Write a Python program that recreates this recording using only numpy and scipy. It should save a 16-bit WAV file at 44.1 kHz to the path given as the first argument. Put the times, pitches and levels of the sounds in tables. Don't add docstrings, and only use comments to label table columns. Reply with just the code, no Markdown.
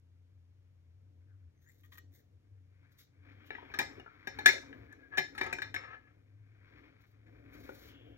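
import sys
import numpy as np
from scipy import signal
from scipy.fft import rfft, irfft
from scipy.io import wavfile
from scipy.ndimage import uniform_filter1d

SR = 44100
rng = np.random.default_rng(int(sys.argv[2]) if len(sys.argv) > 2 else 0)


def put_to_file(sound):
    columns = np.atleast_2d(sound).T
    safe = np.clip(columns, -1, 1)
    whole_steps = np.round(safe * 32767)
    wavfile.write(sys.argv[1], SR, whole_steps.astype(np.int16))


N = 360297


# (time [s], level [dB])
HUM_LEVEL = [(0.0, -61), (0.36, -58), (0.5, -62), (1.48, -55), (1.52, -69.5), (2.11, -56), (2.18, -70.5),
             (2.37, -57.5), (2.41, -77), (2.52, -54.5), (3.14, -73.5), (3.21, -57), (3.5, -60.5),
             (3.57, -77.5), (3.64, -61), (4.19, -70), (4.23, -77), (4.3, -61), (4.64, -59.5), (4.71, -80.5),
             (4.8, -57), (5.05, -68), (5.21, -63), (5.35, -75.5), (5.48, -56.5), (5.58, -71), (5.66, -52),
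             (6.01, -73), (6.35, -54.5), (6.92, -68), (7.28, -59.5), (7.83, -65.5), (8.1, -58), (8.17, -67)]
HUM_HZ, HUM_RISE_HZ_PER_S, HUM_WAVER_HZ, HUM_WAVER_DB = 87.3, 2.4, 2.7, 1.5
# (frequency [Hz], level [dB])
AIR_SPECTRUM = [(25, -9.5), (45, 0), (70, 9), (140, 4), (220, -9.5), (450, -14), (800, -24), (1300, -25),
                (1750, -26.5), (3000, -29), (6000, -35), (13000, -43.5), (15500, -58.5)]

# (time [s], attack [s], release [s], sleeve rub level [dB], body rumble level [dB])
ARM_MOVES = [(1.15, 0.44, 0.33, -97, -71.5), (1.32, 0.18, 0.59, -87.5, -77), (2.0, 0.51, 1.24, -98, -69),
             (2.85, 0.35, 0.27, -72, -76.5), (3.299, 0.13, 1.8, -62, -63.5), (3.698, .3, 1.1, -55, -68),
             (4.0, 0.75, 0.063, -60, -53.5), (4.401, 0.26, 0.48, -52, -54),
             (4.76, 0.43, 0.43, -61.5, -53.5), (5.5, 0.93, 0.84, -60, -54.5),
             (6.82, 0.43, 0.34, -58.5, -61), (7.28, 0.07, 1.02, -70, -60.5), (7.6, 0.47, 1.25, -58.5, -54),
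             (8.09, 0.24, 0.25, -69.5, -55)]
REST_RUB_DB, REST_RUMBLE_DB = -89, -84
# (frequency [Hz], level [dB])
CLOTH_SPECTRUM = [(400, -4), (750, -3.5), (1100, -1.5), (1600, 6.5), (2000, 3), (2350, 6), (2750, -12.5),
                  (3500, -11.5), (5000, -22.5), (9000, -45), (15000, -35.5)]
# (frequency [Hz], level [dB])
RUMBLE_SPECTRUM = [(25, -17), (65, 3), (130, -1), (200, -11.5), (285, 8), (350, -4), (520, -4), (750, -13),
                   (1200, -48)]
# (time [s], length [s], level [dB])
SWISHES = [(3.52, 0.049, -65), (6.78, 0.061, -82), (7.9, 0.11, -66.5)]
SWISH_ATTACK_S, SWISH_RELEASE_S = 0.2, 0.37
# (frequency [Hz], level [dB])
SWISH_SPECTRUM = [(1200, -27.5), (2300, -7), (2900, 6.5), (3400, 5.5), (3900, -16), (6000, -34)]

# (time [s], length [s], start pitch [Hz], end pitch [Hz], level [dB])
SCRAPES = [(1.3, 0.051, 1650, 1420, -75.5), (1.42, .05, 1550, 1660, -85), (1.55, 0.077, 2050, 1864, -81.5),
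           (1.575, .07, 6300, 6300, -86), (1.665, 0.053, 1743, 2055, -69), (1.675, .04, 6960, 7500, -78),
           (2.156, 0.063, 1820, 1700, -81), (2.823, .15, 1733, 1850, -77)]
SCRAPE_ATTACK_S, SCRAPE_RELEASE_S, SCRAPE_WIDTH_HZ = 0.034, 0.05, 310

# (time [s], length [s], level [dB])
CUTS = [(1.625, 0.023, -74), (1.68, 0.13, -76), (1.835, 0.016, -72.5), (1.925, 0.016, -62.5),
        (2.145, 0.019, -63.5)]
CUT_ATTACK_S, CUT_RELEASE_S = 0.023, 0.065
# (frequency [Hz], level [dB])
CUT_SPECTRUM = [(400, -20), (1200, -11), (1600, 7), (2100, 10), (2700, -27), (3600, 6), (5000, -5.5),
                (7000, 0.5), (9000, -3), (11000, -3.5), (13500, 1.5), (15500, 1)]
# (time [s], length [s], level [dB])
STROKES = [(2.922, 0.0087, -74.5), (2.99, 0.02, -60), (3.462, 0.011, -69.5), (7.015, 0.0042, -73.5),
           (7.07, .045, -79.5), (7.538, 0.0064, -61), (7.58, 0.26, -66.5), (7.78, 0.12, -63.5)]
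STROKE_ATTACK_S, STROKE_RELEASE_S = 0.021, 0.044
# (frequency [Hz], level [dB])
STRAND_SPECTRUM = [(400, -56), (1300, 11), (2000, 16), (2800, 5.5), (3800, 16), (5200, 6.5), (7000, 6),
                   (9500, 4), (12000, 7), (15500, 5.5)]

# (time [s], ring level [dB], hiss level [dB], chatter [s])
SNIPS = [(1.835, -63.5, -70, 0.026), (1.92, -56.5, -94, 0.017), (1.932, -64, -86, 0.012),
         (1.953, -62, -67, 0.0089), (1.975, -63, -65, 0.0027), (1.981, -55, -56, 0.008)]
# (frequency [Hz], width [Hz], level [dB])
BLADE_MODES = [(1240, 50, 2), (1877, 33, 12), (2370, 330, 2), (3360, 680, 6.5), (6140, 470, -12),
               (10900, 300, -8), (13100, 320, -21)]

# (time [s], thud level [dB], ring level [dB], crack level [dB],
# chatter [s], own note [Hz], own note level [dB])
KNOCKS = [(3.286, -73, -65, -105, 0.0043, 1930, -73), (3.505, -45.5, -39, -75, 0.0022, 2320, -44),
          (3.550, -54.5, -45, -80.5, 0.0046, 1940, -45), (3.582, -62, -53, -100, 0.0094, 940, -51),
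          (3.626, -53.5, -64, -105, 0.0099, 466, -56), (3.701, -54.5, -69, -102, 0.0065, 2410, -56.5),
          (3.739, -49.5, -37.5, -59.5, 0.0084, 1220, -54), (3.7885, -42, -27, -37.5, 0.0022, 2353, -31.5),
          (3.795, -40, -29, -46.5, 0.0088, 868, -39), (3.812, -40, -47, -54, 0.0044, 1920, -39),
          (3.977, -75, -67.5, -105, 0.013, 442, -50.5), (3.997, -52.5, -55.5, -75, 0.0032, 2860, -57.5),
          (4.061, -57, -56.5, -100, 0.0055, 1390, -50.5), (4.078, -66, -67, -105, 0.0034, 1346, -55.5),
          (4.272, -43, -37, -56.5, 0.0085, 1662, -39), (4.387, -44, -37.5, -51.5, 0.0064, 810, -44),
          (4.459, -33, -11.5, -24, 0.0042, 2430, -38), (4.4671, -41, -25, -34, .0025, 3650, -40),
          (4.476, -39.5, -29, -39, 0.014, 2045, -27), (4.489, -38.5, -25.5, -44, 0.0053, 2150, -27.5),
          (4.536, -49.5, -53, -82, 0.017, 620, -42), (4.579, -59, -44.5, -82, 0.0078, 440, -52.5),
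          (4.728, -65.5, -49, -90, 0.0029, 1510, -67), (4.926, -68.5, -68.5, -70, 0.0036, 1660, -57),
          (5.1735, -44, -32, -47, 0.0076, 822, -41), (5.180, -37.5, -24, -44, 0.011, 1712, -23),
          (5.35, -59, -50.5, -67, 0.016, 1310, -52), (5.379, -48, -36.5, -50.5, 0.011, 2230, -46),
          (5.412, -36.5, -28, -50, 0.0051, 2353, -32.5), (5.434, -48, -47, -58.5, 0.0092, 2060, -40),
          (5.463, -57, -45, -59, 0.0098, 1674, -40), (5.527, -42.5, -34.5, -45, 0.0082, 2370, -34.5),
          (5.585, -48.5, -42, -66, 0.0044, 1610, -39), (5.619, -51.5, -32, -53, 0.0077, 2440, -47.5),
          (5.742, -46.5, -33.5, -51.5, 0.009, 1570, -45), (5.762, -56, -37, -63, 0.004, 2200, -37),
          (5.841, -66, -49.5, -85, 0.011, 1800, -49), (7.265, -82.5, -69, -90, .008, 2063, -73),
          (7.691, -48, -55.5, -93, 0.0019, 560, -48), (7.692, -54, -62, -92.5, 0.0024, 1464, -49)]
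# (frequency [Hz], width [Hz], level [dB])
COUNTER_MODES = [(1634, 18, -12), (1702, 26, 1.5), (1738, 40, -3), (1834, 26, -9), (1866, 22, -14),
                 (2060, 12, -12), (2330, 85, -7.5), (2844, 260, -20.5), (3662, 40, -13.5),
                 (3890, 28, -24.5), (4119, 18, -25), (5315, 16, -22), (5820, 58, -33.5), (7060, 58, -26)]
# (frequency [Hz], width [Hz], level [dB])
THUD_MODES = [(150, 22, -3), (278, 14, -12.5), (312, 14, -8), (398, 16, -3), (426, 23, -1.5),
              (480, 60, -6.5), (556, 11, -6.5), (640, 50, -7.5), (768, 99, 1.5), (826, 60, -3.5),
              (902, 45, -1.5), (1260, 25, -1)]
# (frequency [Hz], level [dB])
CRACK_SPECTRUM = [(300, -27.5), (1300, -15), (2400, -4.5), (3000, -2), (3800, 9.5), (5000, -4.5), (7000, 0),
                  (9000, -1), (12000, -12), (15500, -18.5)]
# (frequency [Hz], level [dB])
TICK_SPECTRUM = [(1000, -45.5), (5000, -8), (7000, -3), (8800, 11.5), (10500, 9), (13000, -6.5),
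                 (15500, -1.5)]
FIRST_TOUCH = .3
BOUNCES_PER_S, BOUNCE_DB, BOUNCE_FADE_S = 770, -28.5, 0.047
NOTE_WIDTH_HZ = 120
HARD_BLOW_HZ, SOFTER_DB_PER_OCTAVE = 13000, 19.5
BODY_DETUNE, THUD_DETUNE = 0.0049, .024
TICK_DB, TICK_GROWTH, FIRM_CRACK_DB = -13.5, 0.35, -45

# (time [s], length [s], level [dB])
FUMBLES = [(3.56, 0.19, -65.5), (3.75, 0.057, -56), (3.86, 0.064, -61.5), (4.55, 0.13, -60.5),
           (5.39, 0.15, -52.5)]
FUMBLE_ATTACK_S, FUMBLE_RELEASE_S = 0.025, 0.064
TAPS_PER_S, TAP_SPREAD_DB, TAP_RING_DB = 60, 1.5, -2

# (time [s], length [s], pitch [Hz], level [dB])
SQUEAKS = [(4.458, .004, 1690, -36.5), (4.89, 0.0032, 1670, -57), (4.907, .014, 1695, -58),
           (4.925, .009, 1725, -49.5), (4.983, .08, 1682, -64), (5.031, .012, 1646, -54),
           (5.057, .012, 1663, -58.5), (5.128, .048, 1694, -42.5), (5.442, .05, 1681, -45.5),
           (5.871, 0.11, 1735, -54.5), (6.048, .04, 1700, -65.5)]
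SQUEAK_ATTACK_S, SQUEAK_RELEASE_S = .014, .02
SQUEAK_JITTER_HZ, SQUEAK_FLUTTER_DB, SQUEAK_GRIT_DB = 16, 1.86, -21.5
# (time [s], length [s], level [dB])
DRAGS = [(5.125, 0.08, -51.5), (5.395, 0.12, -46), (5.64, 0.04, -54), (5.77, 0.088, -49),
         (5.87, 0.081, -51.5), (5.99, 0.13, -67.5)]
DRAG_ATTACK_S, DRAG_RELEASE_S, DRAG_ROUGH_DB = 0.014, 0.022, 2
# (frequency [Hz], width [Hz], level [dB])
GRIND_MODES = [(535, 35, -9), (786, 50, -10), (930, 50, -14), (1315, 55, -0.5), (1700, 90, 3),
               (1811, 94, -2), (2060, 40, -8.5), (2330, 70, -8.5), (3660, 80, -30), (5340, 60, -30)]

# (frequency [Hz], t60 [s])
ROOM_T60 = [(120, 0.3), (400, 0.099), (1400, 0.23), (2800, 0.21), (6000, 0.3), (9000, 0.03), (14000, 0.11)]
# (frequency [Hz], level [dB])
ROOM_COLOUR = [(300, -2), (420, -2), (560, 6), (800, -1.5), (1250, 1.5), (1500, 0), (1730, -4), (2060, 3),
               (2400, 0.5), (4000, -3), (7000, 0.5), (12000, 7)]
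# (frequency [Hz], level [dB])
DIFFUSE_SPECTRUM = [(100, -14.5), (300, -17), (600, -9), (1600, -21), (3000, -11.5), (6000, -5),
                    (12000, -17)]
LINGER_DB, LINGER_T60_S, LINGER_SLOPE = -18, 0.15, .3
# (frequency [Hz], left's phase lead [radians])
PORT_PHASE = [(0, 0), (600, -2.1), (1210, -1.4), (2760, -2.2), (3270, -2.5), (3750, -2.5), (4350, -3.2),
              (5170, -4.5), (5860, -5.2), (6800, -4.8), (7750, -3.3), (10500, -2.9), (12500, -0.3),
              (15600, 0.3), (16200, -1.1)]
# (frequency [Hz], left minus right [dB])
PORT_BALANCE = [(60, 3.5), (110, 4.0), (200, 6.0), (380, 4.0), (700, 5.5), (1290, 9.5), (1720, 11),
                (2380, 6.5), (4400, 1.5), (8120, 0.0), (15000, 0.0)]
TOP_HZ = 15800


def undb(db):
    return 10 ** (np.asarray(db) / 20)


def unit(x):
    return x / np.sqrt(np.mean(x ** 2) + 1e-30)


def across(points, size):
    hz, value = np.transpose(points)
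    bins = np.fft.rfftfreq(size, 1 / SR)
    return np.interp(np.log(bins + 1), np.log(hz + 1), value)


def colour(x, points):
    cepstrum = irfft(np.log(undb(across(points, size=2048))))
    cepstrum[1:1024] *= 2
    cepstrum[1025:] = 0
    response = irfft(np.exp(rfft(cepstrum)))
    return signal.fftconvolve(x, response)[:len(x)]


def above(x, hz):
    return signal.sosfilt(signal.butter(4, hz, "high", fs=SR, output="sos"), x)


def below(x, hz):
    return signal.sosfilt(signal.butter(3, min(hz, 16000), fs=SR, output="sos"), x)


def walk(rate):
    k = int(SR / rate)
    steps = np.repeat(rng.standard_normal(N // k + 1), k)
    return unit(uniform_filter1d(steps, k)[:N])


def grains(rate, spread_db):
    size = undb(spread_db * np.minimum(rng.exponential(size=N), 4))
    clicks = (rng.random(N) < rate / SR) * rng.choice([-1, 1], N)
    return unit(clicks * size)


def swell(s, attack, hold, release):
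    t = np.arange(N) / SR - s
    away = np.maximum(-t, 0) / attack + np.maximum(t - hold, 0) / release
    return undb(-20 * np.minimum(away, 10))


def gestures(rows, attack, release):
    return np.max([undb(db) * swell(s, attack, length, release) for s, length, db in rows], axis=0)


def ring(push, modes, scatter_db=0, detune=0):
    t = np.arange(min(len(push), SR // 2)) / SR
    out = 0
    for (hz, width, db), (place, shift) in zip(modes, rng.standard_normal((len(modes), 2))):
        mode = np.exp(-np.pi * width * t) * np.sin(2 * np.pi * hz * (1 + detune * shift) * t)
        driven = unit(signal.fftconvolve(push, mode)[:len(push)])
        out = out + undb(db + scatter_db * place) * driven
    return out


def note(push, hz, width_hz):
    mode = [(hz, width_hz, 0)]
    return ring(ring(push, mode), mode)


def contact(chatter, first):
    t = np.arange(SR // 4) / SR
    touches = rng.standard_normal(len(t)) * (rng.random(len(t)) < .25)
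    push = touches * np.exp(-(t / max(chatter, .003)) ** 2)
    push /= np.linalg.norm(push)
    push[0] += first
    return push


def burst(x, db):
    return x * undb(db) * np.sqrt(SR / 50 / np.sum(x ** 2))


def add(track, s, x):
    i = int(s * SR)
    track[i:i + len(x)] += x[:N - i]


def hum():
    t = np.arange(N) / SR
    pitch = HUM_HZ + HUM_RISE_HZ_PER_S * t + HUM_WAVER_HZ * walk(16)
    phase = 2 * np.pi * np.cumsum(pitch) / SR
    tone = np.sin(phase) + undb(-26.5) * np.sin(3 * phase)
    level_db = np.interp(t, *np.transpose(HUM_LEVEL)) + HUM_WAVER_DB * walk(35)
    mains = np.sin(2 * np.pi * 120 * t)
    return unit(tone) * undb(level_db) + undb(-73.0) * mains


def sleeves():
    rub_gain, rumble_gain = undb(REST_RUB_DB), undb(REST_RUMBLE_DB)
    for s, attack, release, rub_db, rumble_db in ARM_MOVES:
        speed = swell(s, attack, 0, release)
        rub_gain = np.hypot(rub_gain, undb(rub_db) * speed)
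        rumble_gain = np.hypot(rumble_gain, undb(rumble_db) * speed)
    fibres = grains(rate=2500, spread_db=3) * undb(2 * walk(30))
    rub = unit(colour(fibres, CLOTH_SPECTRUM)) * rub_gain
    swish = unit(colour(rng.standard_normal(N), SWISH_SPECTRUM))
    swish = swish * gestures(SWISHES, SWISH_ATTACK_S, SWISH_RELEASE_S)
    rumble = unit(colour(rng.standard_normal(N), RUMBLE_SPECTRUM)) * undb(0.5 * walk(31))
    return rub + swish + rumble * rumble_gain


def scraping():
    t = np.arange(N) / SR
    damping = signal.butter(2, SCRAPE_WIDTH_HZ / 2, fs=SR, output="sos")
    catches = grains(rate=900, spread_db=3) * undb(3 * walk(45))
    catches = unit(signal.sosfilt(damping, catches))
    out = 0
    for s, length, start_hz, end_hz, db in SCRAPES:
        pitch = np.interp(t, [s, s + length], [start_hz, end_hz])
        scrape = unit(catches * np.sin(2 * np.pi * np.cumsum(pitch) / SR))
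        out = out + scrape * undb(db) * swell(s, SCRAPE_ATTACK_S, length, SCRAPE_RELEASE_S)
    return out


def hair():
    snaps = grains(rate=1300, spread_db=3) * undb(2 * walk(60))
    strands = grains(rate=5000, spread_db=3) * undb(1.8 * walk(90))
    crunch = unit(colour(snaps, CUT_SPECTRUM)) * gestures(CUTS, CUT_ATTACK_S, CUT_RELEASE_S)
    stroking = unit(colour(strands, STRAND_SPECTRUM))
    return crunch + stroking * gestures(STROKES, STROKE_ATTACK_S, STROKE_RELEASE_S)


def scissors():
    out = np.zeros(N)
    for s, ring_db, hiss_db, chatter in SNIPS:
        push = contact(chatter, first=0.16)
        add(out, s, burst(above(ring(push, BLADE_MODES), hz=930), ring_db))
        add(out, s, burst(colour(push, CUT_SPECTRUM), hiss_db))
    return out


def bounces():
    t = np.arange(SR // 4) / SR
    taps = rng.standard_normal(len(t)) * (rng.random(len(t)) < BOUNCES_PER_S / SR) * (t > .012)
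    return undb(BOUNCE_DB) * taps * np.exp(-t / BOUNCE_FADE_S)


def rattle(push, width_hz, count):
    t = np.arange(SR // 10) / SR
    hz, size = rng.uniform(2000, 16000, (count, 1)), rng.standard_normal((count, 1))
    modes = np.sum(size * np.sin(2 * np.pi * hz * t), axis=0) * np.exp(-np.pi * width_hz * t)
    return signal.fftconvolve(push, modes)[:len(push)]


def counter():
    out = np.zeros(N)
    for s, thud_db, ring_db, crack_db, chatter, note_hz, note_db in KNOCKS:
        push = contact(chatter, first=FIRST_TOUCH) + bounces()
        clatter = rattle(push, width_hz=150, count=260)
        tick_db = crack_db + TICK_DB + TICK_GROWTH * (crack_db - FIRM_CRACK_DB)
        bright_hz = HARD_BLOW_HZ * 2 ** ((crack_db - ring_db) / SOFTER_DB_PER_OCTAVE)
        body = above(ring(push, COUNTER_MODES, scatter_db=1.5, detune=BODY_DETUNE), hz=1610)
        thud = above(ring(push, THUD_MODES, scatter_db=3, detune=THUD_DETUNE), hz=170)
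        add(out, s, burst(below(body, hz=bright_hz), ring_db))
        add(out, s, burst(below(thud, hz=1400), thud_db))
        add(out, s, burst(note(push, note_hz, NOTE_WIDTH_HZ), note_db))
        add(out, s, burst(colour(clatter, CRACK_SPECTRUM), crack_db))
        add(out, s, burst(colour(clatter, TICK_SPECTRUM), tick_db))
    return out


def fumbling():
    taps = grains(rate=TAPS_PER_S, spread_db=TAP_SPREAD_DB)
    thud = unit(above(ring(taps, THUD_MODES), hz=230))
    body = unit(below(ring(taps, COUNTER_MODES), hz=3500))
    return (thud + undb(TAP_RING_DB) * body) * gestures(FUMBLES, FUMBLE_ATTACK_S, FUMBLE_RELEASE_S)


def sliding():
    slips = grains(rate=1300, spread_db=2.0) * undb(DRAG_ROUGH_DB * walk(70))
    grind = unit(below(above(ring(slips, GRIND_MODES), hz=400), hz=4200))
    s, length, hz, db = np.transpose(SQUEAKS)
    pitch = np.interp(np.arange(N) / SR, s + length / 2, hz) + SQUEAK_JITTER_HZ * walk(150)
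    tone = unit(np.sin(2 * np.pi * np.cumsum(pitch) / SR)) * undb(SQUEAK_FLUTTER_DB * walk(90))
    squeak_gain = gestures(np.c_[s, length, db], SQUEAK_ATTACK_S, SQUEAK_RELEASE_S)
    squeak = (tone + undb(SQUEAK_GRIT_DB) * grind) * squeak_gain
    return squeak + grind * gestures(DRAGS, DRAG_ATTACK_S, DRAG_RELEASE_S)


def room(x):
    t = np.arange(SR) / SR
    hz, t60 = np.transpose(ROOM_T60)
    noise, tail = rfft(rng.standard_normal(SR)), 0
    for share, decay in zip(np.eye(len(hz)), t60):
        band = irfft(noise * across(np.c_[hz, share], size=SR), SR)
        tail = tail + band * np.exp(-np.log(1000) * t / decay)
    tail = tail * (1 - np.exp(-(t / 0.00031) ** 2))
    return signal.fftconvolve(x, tail / np.linalg.norm(tail))[:N]


def lingering():
    t = np.arange(SR) / SR
    place, turn, size = rng.random((90, 3)).T[:, :, None]
    hz = 300 * 20 ** place
    t60 = LINGER_T60_S * (1000 / hz) ** LINGER_SLOPE
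    waves = size * np.sin(2 * np.pi * (hz * t + turn))
    modes = np.sum(waves * np.exp(-np.log(1000) * t / t60), axis=0)
    return undb(LINGER_DB) * modes / np.linalg.norm(modes)


def ports(x):
    turn = np.interp(np.fft.rfftfreq(N, 1 / SR), *np.transpose(PORT_PHASE))
    lean = across(PORT_BALANCE, size=N)
    right = irfft(rfft(x) * undb(-lean) * np.exp(-1j * turn), N)
    return np.array([x, right])


def scene():
    person = sleeves() + scraping() + hair() + scissors()
    knocks = counter() + fumbling() + sliding()
    wet = undb(-12.5) * room(colour(knocks, ROOM_COLOUR)) + undb(-20.0) * room(person)
    wet = wet + signal.fftconvolve(knocks, lingering())[:N]
    diffuse = np.array([room(colour(knocks + person, DIFFUSE_SPECTRUM)) for _ in range(2)])
    air = [unit(colour(rng.standard_normal(N), AIR_SPECTRUM)) for _ in range(3)]
    hiss = above(np.array(air[:2]), hz=148)
    shared = knocks + person + wet + hum() + undb(-69.5) * air[2]
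    return ports(shared) + diffuse + undb(-71) * hiss


def record(dry):
    held = np.clip(dry, -1, 1)
    return signal.sosfilt(signal.ellip(10, .2, 80, TOP_HZ, fs=SR, output="sos"), held)


dry = scene()
out = record(dry)
put_to_file(out)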